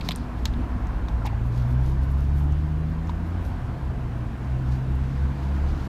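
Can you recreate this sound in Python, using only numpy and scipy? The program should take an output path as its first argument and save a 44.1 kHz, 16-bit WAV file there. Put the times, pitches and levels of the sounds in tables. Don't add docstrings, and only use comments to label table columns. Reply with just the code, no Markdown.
import sys
import numpy as np
from scipy import signal
from scipy.io import wavfile
from scipy.ndimage import uniform_filter1d

SR = 44100
rng = np.random.default_rng(int(sys.argv[2]) if len(sys.argv) > 2 else 0)


def invert_db(x):
    u = np.asarray(x, float) / 20
    return 10 ** u


def unload_audio(sound):
    columns = np.transpose(np.atleast_2d(sound))
    steps = np.round(np.clip(columns, -1, 1) * 32767)
    wavfile.write(sys.argv[1], SR, steps.astype(np.int16))


N = 259308


def evened(x):
    return x / np.sqrt(np.mean(x ** 2) + 1e-20)


def read(points, hz):
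    f, value = np.transpose(points)
    return np.interp(np.log(hz + 1), np.log(f + 1), value)


def add(mix, s, sound):
    part = mix[round(s * SR):][:len(sound)]
    part += sound[:len(part)]


def drift(count, span):
    size = max(int(span), 2)
    smooth = uniform_filter1d(rng.standard_normal(count), size)
    return evened(uniform_filter1d(smooth, size))


def noise(field_db, size):
    real, imaginary = rng.standard_normal(field_db.shape[::-1] + (2,)).T
    spectrum = (real + 1j * imaginary) * invert_db(field_db)
    return signal.istft(spectrum, nperseg=size, noverlap=size * 3 // 4)[1][:N]


def band(x, lo_hz, hi_hz):
    edges_hz = [lo_hz, min(hi_hz, SR / 2 - 100)]
    return signal.sosfilt(signal.butter(2, edges_hz, "band", fs=SR, output="sos"), x)


def stroke(length_s, rise_share, ends_db):
    u = np.arange(0, length_s, 1 / SR) / length_s
    away = np.where(u < rise_share, 1 - u / rise_share, (u - rise_share) / (1 - rise_share))
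    return invert_db(ends_db * away) * signal.windows.tukey(len(u), .15)


def ring(t, hz, t60):
    onset = np.sin(np.pi / 2 * np.minimum(t * hz / 1.38, 1)) ** 2
    return invert_db(-60 * t / t60) * np.sin(2 * np.pi * hz * t) * onset


# (time [s], level [dB])
TRAFFIC = [(0, 1), (.44, 0.5), (.7, 3), (1.3, 0.5), (1.74, .3), (2.13, 0), (2.75, -1.9), (3.2, 0),
           (3.6, 1.3), (4.1, -1), (5.1, -1), (5.65, 1.5), (5.88, -0.7)]
# (frequency [Hz], density [dB per Hz])
WASH_COLOUR = [(12, -40), (20, -9), (49, -1.5), (78, -3), (175, -13.5), (306, -20), (416, -24), (597, -28),
               (686, -27), (1010, -28.5), (1160, -30.5), (1580, -31), (1870, -36), (13900, -69),
               (15500, -75)]
# (frequency [Hz], width [Hz], level [dB])
ROAR_HUMPS = [(242, 44, 4.5), (315.6, 18, 5), (692, 55, 3.5), (980, 190, 3)]
REGION_FOLLOW = (.4, 0.45, .95, 0.18)
REGION_SWELLS = (2, .6, .2, .3)
ONCOMING_S, ONCOMING_DB_PER_S = 3.67, (-3, 0.7, 0.27, 0.94)


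def road(patchy_db=1.15, gust_db=0.07):
    frames, hz = N // 512 + 6, np.fft.rfftfreq(2048, 1 / SR)
    t = np.arange(frames) * 512 / SR
    density_db = np.interp(t, *np.transpose(TRAFFIC))
    since_oncoming = np.maximum(t - ONCOMING_S, 0)
    swell = np.array([follow * density_db + swell_db * drift(frames, 14) + slope * since_oncoming
                      for follow, swell_db, slope in zip(REGION_FOLLOW, REGION_SWELLS, ONCOMING_DB_PER_S)])
    place = np.interp(np.log(hz + 1), np.log([40, 200, 900, 3500]), np.arange(4))
    share = np.maximum(1 - abs(place[:, None] - np.arange(4)), 0)
    humps = sum(db * np.exp(-((hz - f) / width) ** 2) for f, width, db in ROAR_HUMPS)
    patches = rng.standard_normal((frames, len(hz))).T
    patches = evened(uniform_filter1d(uniform_filter1d(patches, 14, 0), 6, 1))
    colour = (read(WASH_COLOUR, hz) + humps)[:, None]
    field = colour + share @ swell + patchy_db * patches + gust_db * drift(frames, 5)
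    return invert_db(-30.5) * evened(noise(field, size=2048))


# (start [s], end [s], frequency [Hz], glide [Hz per s], peak level [dB])
HUMS = [(0, 1.2, 244, -1.5, -39), (2.5, 3.98, 252, 1.5, -48), (2.5, 4.0, 313, 3, -49),
        (5, 7.2, 192, 4, -36.5), (4.5, 5.4, 31.5, 3.5, -36), (5.5, 5.93, 36, 1, -31),
        (-1.2, 0.42, 89, -4, -35.5), (0.5, 0.34, 150, 11, -33.5), (4.5, 8.4, 130, -1.5, -39),
        (4.95, 4.7, 325, 0, -41), (1.5, 1.9, 238, 24, -42.5), (5.0, 5.55, 490, 3, -49.5),
        (3.5, 3.9, 120, 7, -38), (1.2, 2.7, 37, -1.5, -30.5)]


def drones(width_hz=9, ends_db=-9, steady=0.57):
    lead = SR
    out = np.zeros(N + 2 * lead)
    span = SR / 2 / width_hz
    for start, end, hz, glide, db in HUMS:
        swell = stroke(end - start, 1 / 2, ends_db)
        gliding_hz = hz + glide * np.arange(len(swell)) / SR
        carrier = np.exp(2j * np.pi * np.cumsum(gliding_hz) / SR)
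        fuzz = drift(len(swell), span) + 1j * drift(len(swell), span)
        add(out, start + 1, invert_db(db) * (carrier * (steady + fuzz)).real * swell)
    return out[lead:lead + N]


BEAT_TIMES = [3.68, 3.79, 3.94, 4.14, 4.28, 4.42, 4.62, 4.81, 5.11, 5.34, 5.95]


def engine(rows, waver, flutter_db, undertone_db, multiples_db=(0,), pipe=((1, 0),), neighbour=0):
    s, hz, load_db, boom_db = np.transpose(rows)
    t = np.arange(s[0], s[-1], 1 / SR)
    hz, load_db, boom_db = np.interp(t, s, hz), np.interp(t, s, load_db), np.interp(t, s, boom_db)
    turns = np.cumsum(hz * (1 + waver * drift(len(t), 2500))) / SR
    slip = 0.09 * drift(len(t), 1000)
    beats = np.interp(t, BEAT_TIMES, np.arange(len(BEAT_TIMES))) + .5
    tones = invert_db(load_db + read(pipe, hz) + undertone_db) * np.cos(2 * np.pi * 0.22 * turns)
    for k, db in enumerate(multiples_db, 1):
        turn = k * turns + 0.09 * k * k * slip + rng.random()
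        wave = np.cos(2 * np.pi * turn)
        if k == 1:
            wave += neighbour * np.cos(2 * np.pi * (turn + beats))
        level_db = load_db + db + (k > 1) * boom_db + read(pipe, k * hz)
        flutter = flutter_db * np.sqrt(k) * drift(len(t), 1500)
        tones += invert_db(level_db + flutter) * wave
    return s[0], np.sqrt(2) * tones * signal.windows.tukey(len(t), .06)


# (time [s], firing rate [Hz], level [dB], boom of the multiples [dB])
EARLY_ENGINE = [
    (0, 51.8, -30, 0),
    (.3, 56.2, -35, 2),
    (.55, 61.3, -27.5, 0),
    (.95, 66.2, -32, 0),
    (1.08, 62.4, -29.5, 0),
    (1.25, 64.4, -31, 0),
]
LATE_ENGINE = [
    (2.6, 44.2, -37, 0),
    (2.8, 47.7, -32, 0),
    (3.08, 49.85, -30.5, 0),
    (3.5, 53.6, -41, 0),
    (3.65, 54, -36.5, 0),
    (3.75, 53, -44, 0),
]


def far_engines():
    out = np.zeros(N)
    add(out, *engine(EARLY_ENGINE, waver=.0057, flutter_db=1, undertone_db=-14))
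    add(out, *engine(LATE_ENGINE, waver=.006, flutter_db=1.2, undertone_db=-14))
    return out


# (time [s], firing rate [Hz], load level [dB], extra boom of the multiples [dB])
FIRST_PULL = [
    (.75, 49, -4, 0),
    (1.05, 53.3, -0.5, -7),
    (1.4, 58.1, -4, 3),
    (1.77, 62.7, 1, 0.5),
    (2.06, 67.13, -1, -0.5),
    (2.35, 70.57, 3, -0.5),
    (3.0, 80.35, -0.5, 0.5),
    (3.38, 86.2, 0.5, -2),
    (3.62, 88.3, -7, -4.5),
]
SECOND_PULL = [
    (3.64, 70.5, -13.5, 8),
    (4.0, 63.1, -9, 0.5),
    (4.14, 59.32, -15, 7.5),
    (4.35, 63.65, -12, -1.5),
    (4.55, 63.3, -8, 5.5),
    (4.9, 65.3, -6, 7),
    (5.45, 69, -3, 2.5),
    (5.65, 70.7, -4, -6),
    (5.88, 71.2, -6, 2),
]
# (frequency [Hz], gain [dB])
EXHAUST_GAIN = [(50, -28.5), (66, -21.5), (86, -29.5), (100, -31.5), (124, -20.5), (136, -28), (158, -26.5),
                (175, -35.5)]
MULTIPLE_LEVELS = (-0.5, -3.5, -10, -14)


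def heavy_vehicle(flutter_db=.5, neighbour=.62):
    out = np.zeros(N)
    shared = dict(flutter_db=flutter_db, multiples_db=MULTIPLE_LEVELS, pipe=EXHAUST_GAIN)
    add(out, *engine(FIRST_PULL, waver=0.0046, undertone_db=-21, **shared))
    add(out, *engine(SECOND_PULL, waver=0.0038, undertone_db=-27, neighbour=neighbour, **shared))
    return out


# (peak time [s], length [s], peak level [dB], tilt of the top octave [dB])
HAND_RUBS = [(.06, 0.1, -60, -8), (.175, .05, -66, -5), (.26, .06, -73, -10), (0.393, .08, -69, -3),
             (0.473, 0.034, -57, -18), (.495, .03, -69, -15), (.535, .04, -71, -6), (0.596, 0.092, -76, -3),
             (1.09, 0.014, -63, -12), (1.262, 0.037, -54, -16), (1.471, .1, -76, 6),
             (1.583, 0.16, -62, -6.5), (1.705, 0.11, -69.5, 2.5), (1.872, 0.19, -64.5, -2.5),
             (2.035, .05, -66, -1), (2.116, 0.046, -74.5, 9), (2.208, 0.18, -69, -2), (2.39, .14, -70, 4),
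             (3.097, .025, -61.5, -18), (3.28, 0.089, -80, 6), (3.462, .13, -70, 3), (4.45, 0.27, -73, -21),
             (4.724, .18, -64.5, -9), (4.84, .12, -77, -12), (4.922, .06, -77, -8),
             (5.15, 0.44, -69.5, -18), (5.45, 0.24, -66, -10), (5.568, .06, -69, -7),
             (5.7, 0.29, -65.5, -12), (5.848, 0.18, -66, -7)]
# (frequency [Hz], density [dB per Hz])
SKIN_COLOUR = [(800, -18), (2000, 1), (4500, 2.5), (7000, -5), (9000, -16), (12000, -26)]


def rubs(grainy_db=2.0, rise_share=0.47, ends_db=-13.5):
    frames, hz = N // 64 + 6, np.fft.rfftfreq(256, 1 / SR)
    flicker = grainy_db * drift(frames, 2.4)
    top_colour = [(6000, -11), (10500, -3.0), (13000, -3), (15200, -6)]  # (Hz, dB per Hz)
    body = evened(noise(read(SKIN_COLOUR, hz)[:, None] + flicker, size=256))
    top = evened(noise(read(top_colour, hz)[:, None] + flicker, size=256))
    body_level, top_level = np.zeros((2, N))
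    for s, length, db, top_db in HAND_RUBS:
        slide = invert_db(db + 9.0) * stroke(length, rise_share, ends_db)
        start = s - rise_share * length
        add(body_level, start, slide)
        add(top_level, start, slide * invert_db(top_db - 2.0))
    return body * body_level + top * top_level


TIP_DRAGS = [
    (0.022, 0.072, -60, -46),
    (0.09, .012, -45, -46),
    (0.128, .012, -46, -62),
    (0.144, 0.011, -62, -44),
    (.168, .082, -56, -64),
]


def scrape(lo_hz=3700, hi_hz=5200, slips_per_s=1500):
    slips = rng.standard_normal(N) * (0.27 + (rng.random(N) < slips_per_s / SR) * 3)
    rasp, level = evened(band(slips, lo_hz, hi_hz)), np.zeros(N)
    for s, length, first_db, last_db in TIP_DRAGS:
        size = round(length * SR)
        add(level, s, invert_db(np.linspace(first_db, last_db, size)) * signal.windows.tukey(size, .2))
    return rasp * level


# (time [s], peak level [dB], frequency [Hz], ring time [s])
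BUMPER_KNOCKS = [(0.453, -34, 890, 0.063), (1.084, -27, 994, 0.02), (1.252, -21, 870, 0.019),
                 (1.248, -29, 730, 0.027), (1.26, -25.5, 960, .02), (1.269, -29, 830, 0.046),
                 (1.33, -28, 810, 0.028), (1.3, -33.5, 970, .03), (3.0945, -24, 970, 0.031),
                 (0.088, -25.5, 168, 0.23), (1.1, -30, 830, 0.019), (1.22, -35, 1370, 0.042),
                 (.0897, -30, 1020, 0.027), (.0905, -21.5, 710, 0.021), (.1102, -30, 1040, 0.023)]


def knocks():
    t, out = np.arange(9000) / SR, np.zeros(N)
    for s, db, hz, t60 in BUMPER_KNOCKS:
        pair = np.sin(2 * np.pi * hz * t) + 0.16 * np.sin(2 * np.pi * hz * 1.1 * t)
        onset = np.minimum(t * hz / 1.2, 1)
        add(out, s, invert_db(db + 2.0 - 60 * t / t60) * pair * onset)
    return out


# (time [s], peak level [dB], main ring [Hz], rattle time [s])
TIP_TICKS = [(.0098, -31, 3940, 0.03), (0.0126, -31.5, 2450, .03), (.0482, -38, 4800, .03),
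             (0.0884, -15, 3800, 0.016), (.089, -22, 5700, 0.013), (.109, -19.5, 3700, 0.018),
             (.1168, -21.5, 3800, 0.035), (0.1194, -29, 4300, 0.03), (0.16, -21.5, 9300, 0.01),
             (0.4556, -16.5, 3960, 0.022), (0.4551, -19, 6200, .014), (0.4567, -28.5, 2060, .02),
             (.538, -37, 3520, .03), (0.8703, -41.5, 6460, 0.013), (1.0846, -34, 3620, .02),
             (1.0855, -40, 5800, .02), (1.257, -33, 6800, 0.021), (1.257, -34, 2300, .028),
             (1.263, -32, 3700, 0.036), (1.266, -33.5, 11500, .015), (1.271, -37, 3660, 0.034),
             (1.271, -34, 2480, 0.09), (2.117, -49, 11540, .034), (2.5236, -42, 6200, .016),
             (2.9, -51, 12480, .015), (3.072, -46, 5600, .043), (3.094, -38, 3570, .03),
             (3.096, -53, 7400, .02), (3.451, -44, 5502, .015), (4.955, -45, 12000, .019)]
# (frequency [Hz], level [dB], decay time t60 [s])
TOOL_MODES = [(2090, -13, 0.08), (2780, -6, 0.095), (3620, 2, 0.28), (3870, -4, 0.2), (4560, 2.5, 0.17),
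              (6700, -42.5, 5.0), (11800, -19, 0.06), (13800, -19, 0.068)]
# (main ring [Hz], level [dB])
EDGE_LEVEL = [(2400, -30), (3700, -17), (6500, -12), (12000, -10)]
BODY_LEVEL = [(2400, -12), (3700, -4.5), (5500, -26), (9500, -29)]


def ticks(scatter_db=-27, scatter_t60=0.077, shared_db=-25, bounce_s=0.0018, cycles=9, upper_db=-4):
    t, out = np.arange(5000) / SR, np.zeros(N)
    shared = sum(invert_db(db) * ring(t, hz, t60) for hz, db, t60 in TOOL_MODES)
    for s, db, hz, t60 in TIP_TICKS:
        grit, chance = rng.standard_normal(len(t)), rng.random(12)
        edge_db = read(EDGE_LEVEL, hz) + 0.36 * max(db + 17, 0)
        body_db = read(BODY_LEVEL, hz)
        at = np.append(0, np.cumsum(bounce_s * (0.72 + 0.9 * chance)))
        blows = grit * invert_db(-19.5 - 60 * t / t60)
        signs = np.cos(np.pi * np.arange(len(at)))
        blows[(at * SR).astype(int)] += invert_db(-4 * (at > 0) - 60 * at / t60) * signs
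        upper = ring(t, min(hz * 1.485, 13500), cycles / hz / 2.6)
        main = ring(t, hz, cycles / hz) + invert_db(upper_db) * upper
        shapes = main, ring(t, 12800, 0.002), ring(t, 2300, 0.005)
        parts = [signal.fftconvolve(blows, shape)[:len(t)] for shape in shapes] + [shared]
        levels_db = 0, edge_db, body_db, shared_db + body_db
        sound = sum(invert_db(g) * p / abs(p).max() for g, p in zip(levels_db, parts))
        scatter = evened(band(grit[::-1], hz / 2, hz * 1.1)) * invert_db(scatter_db - 60 * t / scatter_t60)
        scatter *= np.minimum(t / 0.0014, 1)
        add(out, s, invert_db(db) * (sound / abs(sound).max() + scatter))
    return out


def scene():
    distant = road() + drones() + far_engines() + heavy_vehicle()
    close = rubs() + scrape() + knocks() + ticks()
    return (distant + close)[None]


def patchy_top(x, from_hz=12800, share=0.17, depth_db=-25, steady_edge_hz=15200, sharp_db=27):
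    hz, t, z = signal.stft(x, SR, nperseg=256)
    top = abs(z[0, hz > from_hz]).mean(0)
    calm = top < np.median(top) * invert_db(sharp_db)
    very_top = (hz > steady_edge_hz)[:, None]
    x = signal.istft(z * invert_db(2 * depth_db * very_top * calm), SR, nperseg=256)[1]
    hz, t, z = signal.stft(x, SR, nperseg=2048)
    odds = share * (rng.random(len(t)) < .4) * np.arange(1, 7)[:, None] / 2
    dropped = rng.random((len(t), 6)).T < odds
    row = np.clip((hz - from_hz) // 450, -1, 5).astype(int)
    holes = dropped[row] * (row >= 0)[:, None]
    return signal.istft(z * invert_db(depth_db * holes), SR, nperseg=2048)[1][:, :N]


def top_cut(x):
    return signal.sosfilt(signal.butter(12, 16450, fs=SR, output="sos"), x)


def record(dry):
    hissy = dry + invert_db(-69.5) * rng.standard_normal(dry.shape)
    cut = signal.sosfilt(signal.butter(2, 22, "high", fs=SR, output="sos"), hissy)
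    cut = cut * np.minimum(np.arange(N)[::-1] / 300, 1)
    edge = signal.firwin(255, 16200, window=("kaiser", 8), fs=SR)
    finished = patchy_top(signal.oaconvolve(cut, edge[None], "same"))
    return top_cut(finished)


dry = scene()
out = record(dry)
unload_audio(out)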